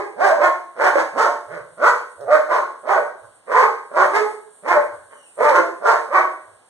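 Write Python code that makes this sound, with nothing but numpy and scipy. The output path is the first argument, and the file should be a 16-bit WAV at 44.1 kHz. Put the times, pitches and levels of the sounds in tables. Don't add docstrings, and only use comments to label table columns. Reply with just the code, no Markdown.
import sys
import numpy as np
from scipy import signal
from scipy.fft import rfft, irfft, next_fast_len
from scipy.io import wavfile
from scipy.ndimage import uniform_filter1d, minimum_filter1d, map_coordinates

SR = 44100
rng = np.random.default_rng(int(sys.argv[2]) if len(sys.argv) > 2 else 0)


def file_out(sig):
    cols = np.atleast_2d(sig).T
    lim = np.clip(cols, -1, 1)
    pcm = np.round(lim * 32767).astype(np.int16)
    wavfile.write(sys.argv[1], SR, pcm)


N = 295029

# start_s, level_db
INSECTS = [(0.0, -64), (3.99, -63.5), (4.15, -57), (5.07, -60), (5.48, -56.5), (5.63, -62), (6.69, -64)]
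# freq_hz, density_db_per_hz
CHORUS = [(5500, -82), (7200, -5.5), (8100, -4.5), (8900, -0.5), (9700, -3.5), (11000, -18), (12500, -39)]
# freq_hz, density_db_per_hz
YARD = [(30, -37.5), (100, -8), (300, -4), (600, 6.5), (1200, 1), (2500, -8.5), (6000, -16), (11000, -23.5),
        (15000, -38)]
# freq_hz, t60_s
PORCH = [(130, 0.55), (260, 0.67), (420, 0.51), (1100, 0.45), (2800, 0.44), (8000, 0.51), (14000, 0.54)]
# freq_hz, level_db, t60_s
STANDING = [(427.5, -27, 0.33), (586.3, -20, 0.36), (866, -42.5, .45), (1081, -23.5, 0.5),
            (1434, -22.5, 0.15), (1492, -25, 0.5), (1562, -26.5, 0.59), (1634, -36.5, 0.98)]
# start_s, level_db
CLAWS = [(2.208, -43.5)]
# freq_hz, density_db_per_hz
CLAW_TICK = [(500, -20.5), (2000, -14.5), (5500, 6.5), (9000, -12), (15000, -6)]
# time_s, pitch_hz, level_db
WHINE = [(5.1, 3050, -65), (5.15, 2988, -55.5), (5.22, 2960, -55), (5.27, 2653, -56.5), (5.33, 2440, -65.5),
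         (5.38, 2411, -98.5)]
# freq_hz, gain_db
TRACT = [(40, -32), (150, -6.5), (250, -14.5), (325, -1), (400, 1.5), (600, 11), (1500, -3), (2300, -4.5),
         (2550, -14), (2800, -42.5), (4000, -45)]
# freq_hz, gain_db
RASP = [(1800, -28), (2550, 10), (2950, 5.5), (3600, 0.5), (4400, 2.5), (5000, 7.5), (5700, 0), (7500, 3),
        (9000, -6.5), (11000, -9.5), (12500, -19), (15000, -20.5)]
# start_s, length_s, peak_pitch_hz, level_db, mouth_opening_db, roughness_0_to_1, chest_db
GRUMBLES = [(1.46, 0.17, 172, -31.5, -1, .25, -15), (2.167, 0.12, 142.8, -32, -10.5, 0, -20),
            (3.209, 0.074, 113.8, -46, 2.5, 0, -10.5), (4.871, .13, 111, -48.5, 6, 0, -10),
            (5.087, 0.1, 300, -50.5, 3, 0.65, -15), (6.424, .15, 109.9, -56.5, 1.5, 0.43, -8)]
# throat_hz, mouth_hz, muzzle_hz, muzzle_db, teeth_db
GRUMBLE_MOUTH = (541.5, 1059, 1466.5, 4, 13.5)
# start_s, rise_s, widest_gape_s, length_s, held_pitch_hz, top_pitch_hz, level_db, mouth_opening_db,
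# roughness_0_to_1, throat_hz, mouth_hz, muzzle_hz, muzzle_db, teeth_db, rasp_db, chest_db, thump_db
BARKS = [(-0.11, 0.048, 0.072, 0.095, 408, 426, -16.5, -0.5, 0.36, 410, 980, 1410, -32, 5.5, -21.5, -16, -61),
         (0.159, 0.056, 0.099, .168, 302.9, 404.2, -9.5, -2, 0.22, 703, 970, 1790, 6, 15, -22, -19.5, -60.5),
         (0.37, 0.044, 0.079, .114, 299.8, 385.2, -10, 1, 0.15, 577, 970, 1640, 3, 11.5, -24.5, -21, -63),
         (0.753, 0.058, 0.11, 0.14, 283.1, 387.5, -14.5, 3.5, 0.5, 550, 924, 1580, 4, 12, -19.5, -21.5, -70),
         (0.913, 0.038, 0.084, 0.11, 312.7, 346.6, -14, 0.5, 0.49, 547, 990, 1750, 5.5, 14, -20, -29, -63),
         (1.131, 0.051, 0.089, 0.14, 290.8, 487.7, -14, 1, 0.29, 616, 910, 1260, 5, 11.5, -18.5, -11, -71.5),
         (1.77, 0.07, 0.11, 0.12, 289.4, 507.4, -11.5, 5, 0.29, 557, 1197, 1590, -1.5, 4.5, -22.5, -17.5, -65.5),
         (2.26, 0.068, 0.071, 0.086, 303.5, 333.3, -2.5, -5.5, 0.24, 663, 1176, 1440, 0.5, 7, -23, -26, -43),
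         (2.468, 0.036, 0.082, 0.12, 291.8, 473, -16, 5, 0.47, 610, 1034, 1500, -1, 4.5, -24.5, -28.5, -71),
         (2.827, 0.065, .095, 0.16, 301.5, 411.7, -15, 2, 0.4, 612, 920, 1400, 1, 8, -24, -18.5, -65),
         (3.461, 0.064, 0.13, 0.18, 311.4, 525.3, -14, 5, 0.42, 548, 1100, 1300, -53, -1.5, -23.5, -21, -66),
         (3.904, 0.066, 0.11, .16, 296.7, 399.7, -16, 3.5, 0.52, 584, 1040, 1610, 0, 7.5, -22, -19.5, -62),
         (4.083, 0.066, 0.0745, 0.12, 430.8, 442.5, -11, 0, .24, 452, 964, 1440, -2, 9, -21.5, -18, -71.5),
         (4.625, .062, 0.087, 0.15, 281, 367.4, -13, 2.5, 0.33, 564, 1000, 1636, 2, 11.5, -24, -16.5, -73),
         (5.367, .04, 0.11, .16, 263.8, 305.7, -11.5, 0.5, 0.3, 518, 994, 1430, -1.5, 8.5, -21.5, -26, -61),
         (5.499, 0.048, 0.062, 0.097, 344.4, 379.2, -11.5, 1, 0.39, 515, 1030, 1540, 0.5, 8, -22.5, -20, -75),
         (5.803, 0.058, 0.092, 0.14, 296.5, 481.5, -11.5, 1, 0.45, 650, 1005, 1470, 1.5, 7, -21.5, -23, -57.5),
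         (6.077, 0.07, 0.083, 0.12, 292.7, 380.5, -13, 3.5, 0.27, 617, 1196, 1326, -10.5, -2, -26.5, -23.5, -64)]
# freq_hz, density_db_per_hz
THUMP = [(25, -5.5), (60, -4), (110, -4.5), (200, -17), (500, -49)]
# freq_hz, half_phase_lag_rad
PORT_LAG = [(0, -.15), (650, -.45), (1200, 0), (1500, .42), (1800, .85), (2500, np.pi / 2),
            (15000, 11 * np.pi / 2)]
# freq_hz, left_minus_right_db
BALANCE_DB = [(100, -7), (380, -10.5), (550, -7), (800, -6.5), (1220, -1.5), (1480, -1), (1900, -0.5),
              (8000, -2)]

CHORUS_DB = 4.5
TAIL_S, CALL_S = 0.6, 0.26
CLAW_T60_S = 0.025
GRUMBLE_SWELL_DB, GRUMBLE_BEND = 20, 0.72
ONSET_DB, SAG_DB_PER_S, RELEASE_DB_PER_S = 30, 15.5, 905
ATTACK_S = 0.0013
LUNG_LAG_S = 0.017
SLACK_HZ, TENSE_S = 139.46, 0.03
GAPE_SHARE = 0.22
GAPE_DRAIN_DB, SHUT_DB = 5, 6.5
RASP_SWELL_DB, THUMP_SWELL_DB = 3.5, 1
TOP_HZ = 15370


def amp(db):
    return 10 ** (np.asarray(db) / 20)


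def unit(x):
    return x / np.sqrt(np.mean(np.abs(x) ** 2) + 1e-20)


def along(points, hz):
    f, v = np.transpose(points)
    return np.interp(np.log(hz + 1), np.log(f + 1), v)


def curves(rows):
    time_s, *cols = np.transpose(rows)
    return [np.interp(np.arange(N) / SR, time_s, c) for c in cols]


def wobble(rate_hz, size=N):
    knots = rng.standard_normal(int(size * rate_hz / SR) + 4)
    return map_coordinates(knots, [np.arange(size) * rate_hz / SR])


def filtered(x, response):
    n = x.shape[-1]
    m = next_fast_len(n + 4096)
    return irfft(rfft(x, m) * response(np.fft.rfftfreq(m, 1 / SR)), m)[..., :n]


def noise(spectrum, channels=1, size=N):
    white = rng.standard_normal((channels, size))
    return unit(filtered(white, lambda hz: amp(along(spectrum, hz))))


def resonance(hz, centre_hz, width_hz):
    return 1j * hz * width_hz / (centre_hz ** 2 - hz ** 2 + 1j * hz * width_hz)


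def add(out, x, start_s):
    i = round(start_s * SR)
    x = x[..., max(-i, 0):N - i]
    out[..., max(i, 0):max(i, 0) + x.shape[-1]] += x


def outdoors():
    level_db, = curves(INSECTS)
    insects = amp(level_db + CHORUS_DB + 2.2 * wobble(22)) * noise(CHORUS, channels=2)
    return insects + amp(-57) * noise(YARD, channels=2)


def porch(x, build_up_s):
    hz, t, z = signal.stft(rng.standard_normal((2, int(TAIL_S * SR))), SR, nperseg=256)
    decay = amp(-60 * t / along(PORCH, hz)[:, None])
    tail = signal.istft(z * decay, SR, nperseg=256)[1]
    t = np.arange(tail.shape[1]) / SR
    tail *= 1 - np.exp(-t / build_up_s)
    tail /= np.linalg.norm(tail[0])
    for mode_hz, level_db, t60_s in STANDING:
        phase = 2 * np.pi * (mode_hz * t + rng.random((2, 1)))
        ring = np.sin(phase) * amp(-60 * t / t60_s)
        tail += amp(level_db) * ring / np.linalg.norm(ring[0])
    return signal.fftconvolve(x[None], tail, axes=1)


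def on_porch(call, direct_db=-3.5, echo_db=-1.5):
    wet = porch(call, build_up_s=0.0013)
    wet *= amp(echo_db) * np.linalg.norm(call) / np.linalg.norm(wet, axis=1, keepdims=True)
    direct = np.pad(call, (0, wet.shape[1] - len(call)))
    return wet + amp(direct_db) * direct


def claw(level_db):
    t = np.arange(int(CALL_S * SR)) / SR
    return amp(level_db - 60 * t / CLAW_T60_S) * noise(CLAW_TICK, size=len(t))[0]


def whine():
    pitch_hz, level_db = curves(WHINE)
    t = np.arange(N) / SR
    phase = 2 * np.pi * np.cumsum(pitch_hz * (1 + 0.022 * wobble(150))) / SR
    whistle = np.sin(phase) + 0.24 * np.sin(2 * phase)
    return amp(level_db) * whistle * (t > WHINE[0][0]) * (t < WHINE[-1][0])


def larynx(pitch_hz, rough, jitter, flutter_db, doubling):
    n = len(pitch_hz)
    wander = jitter * (rough + 0.093) * wobble(262.2, n) + 0.01615 * wobble(44.7, n)
    phase = 2 * np.pi * np.cumsum(pitch_hz * (1 + wander)) / SR
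    buzz = sum(np.cos(k * phase) for k in range(1, 15)) * np.sqrt(4 * pitch_hz / SR)
    buzz *= 1 + doubling * rough * np.cos(phase / 2)
    buzz *= amp(flutter_db * rough * wobble(154, n))
    air = unit(rng.standard_normal(n) * (1 + 0.27 * np.cos(phase)))
    return buzz, air, np.sqrt(2) * np.sin(phase)


def voice(pitch_hz, rough, throat_db, mouth_db, rasp_db, chest_db, shape):
    throat_hz, mouth_hz, muzzle_hz, muzzle_db, teeth_db = shape
    n = len(pitch_hz)
    rough = np.clip(rough, 0.01, 0.98)
    buzz, air, hum = larynx(pitch_hz, rough, jitter=0.076, flutter_db=9.0, doubling=1.0)

    def blend(air_share):
        return np.sqrt(1 - air_share) * buzz + np.sqrt(air_share) * air

    def throat(hz):
        return unit(amp(along(TRACT, hz)) * resonance(hz, throat_hz, 340) * resonance(hz, 350, 920))

    def mouth(hz):
        peaks = resonance(hz, mouth_hz, 413)
        peaks = peaks - amp(muzzle_db + 4) * resonance(hz, muzzle_hz, 300)
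        peaks = peaks + amp(teeth_db - 9.0) * resonance(hz, 1800, 820)
        return unit(amp(along(TRACT, hz)) * resonance(hz, 1315, 2500) * peaks)

    low = filtered(amp(throat_db) * blend(rough ** 2), throat)
    high = filtered(amp(mouth_db) * blend(rough), mouth)
    hiss = unit(filtered(air, lambda hz: amp(along(RASP, hz))))
    rasp = amp(mouth_db + rasp_db + 1.9 * wobble(130, n)) * hiss
    chest = amp(throat_db + chest_db + 0.43 * wobble(60, n)) * hum
    return (low + high + rasp + chest) * (1 - np.exp(-np.arange(n) / SR / ATTACK_S))


def grumbles():
    t = np.arange(int(CALL_S * SR)) / SR
    for start_s, length_s, peak_hz, level_db, open_db, rough, chest_db in GRUMBLES:
        slack = 1 - np.sin(np.pi * np.minimum(t / length_s, 1))
        release_db = RELEASE_DB_PER_S * np.maximum(t - length_s, 0)
        throat_db = level_db - GRUMBLE_SWELL_DB * slack - release_db
        pitch_hz = peak_hz * (1 - GRUMBLE_BEND * slack)
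        yield start_s, voice(pitch_hz, rough, throat_db, throat_db + open_db, rasp_db=-21,
                             chest_db=chest_db, shape=GRUMBLE_MOUTH)


def barks():
    t = np.arange(int(CALL_S * SR)) / SR
    for (start_s, rise_s, crest_s, length_s, held_hz, top_hz, level_db, open_db, rough,
         *shape, rasp_db, chest_db, thump_db) in BARKS:
        push_db = -ONSET_DB * np.maximum(1 - t / rise_s, 0)
        push_db -= SAG_DB_PER_S * np.maximum(t - rise_s, 0)
        push_db -= RELEASE_DB_PER_S * np.maximum(t - length_s, 0)
        push_db = uniform_filter1d(push_db, size=int(LUNG_LAG_S * SR), mode="nearest")
        gape = np.exp(-0.5 * ((t - crest_s) / (GAPE_SHARE * length_s)) ** 2)
        pitch_hz = held_hz + (SLACK_HZ - held_hz) * np.exp(-t / TENSE_S) + (top_hz - held_hz) * gape
        throat_db = level_db + push_db - GAPE_DRAIN_DB * gape
        mouth_db = level_db + push_db + open_db - SHUT_DB * (1 - gape)
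        hiss_db = rasp_db - RASP_SWELL_DB * (1 - gape)
        swing_db = thump_db + 2 * push_db - THUMP_SWELL_DB * (3 - gape)
        thump = amp(swing_db) * noise(THUMP, size=len(t))[0]
        yield start_s, voice(pitch_hz, rough, throat_db, mouth_db, hiss_db, chest_db, shape), thump


def scene():
    out = outdoors() + on_porch(whine())[:, :N]
    for start_s, level_db in CLAWS:
        add(out, on_porch(claw(level_db)), start_s)
    for start_s, call in grumbles():
        add(out, on_porch(call), start_s)
    for start_s, call, thump in barks():
        add(out, on_porch(call), start_s)
        add(out, thump, start_s)
    return out


def limiter(pair):
    need = 1 / np.maximum(np.abs(pair).max(axis=0), 1)
    return pair * uniform_filter1d(minimum_filter1d(need, size=301), size=201)


def record(dry):
    def lag_rad(hz):
        return np.interp(hz, *np.transpose(PORT_LAG))

    mid = filtered(dry[0], lambda hz: np.cos(lag_rad(hz)))
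    side = filtered(dry[1], lambda hz: -1j * np.sin(lag_rad(hz)))
    side += filtered(dry[0] - dry[1], lambda hz: 0.5 / (1 + (hz / 800) ** 4))
    pair = np.array([mid + side, mid - side])
    pair = filtered(pair, lambda hz: amp(np.outer([0.5, -0.5], along(BALANCE_DB, hz))))
    return filtered(limiter(pair), lambda hz: hz < TOP_HZ)


dry = scene()
out = record(dry)
file_out(out)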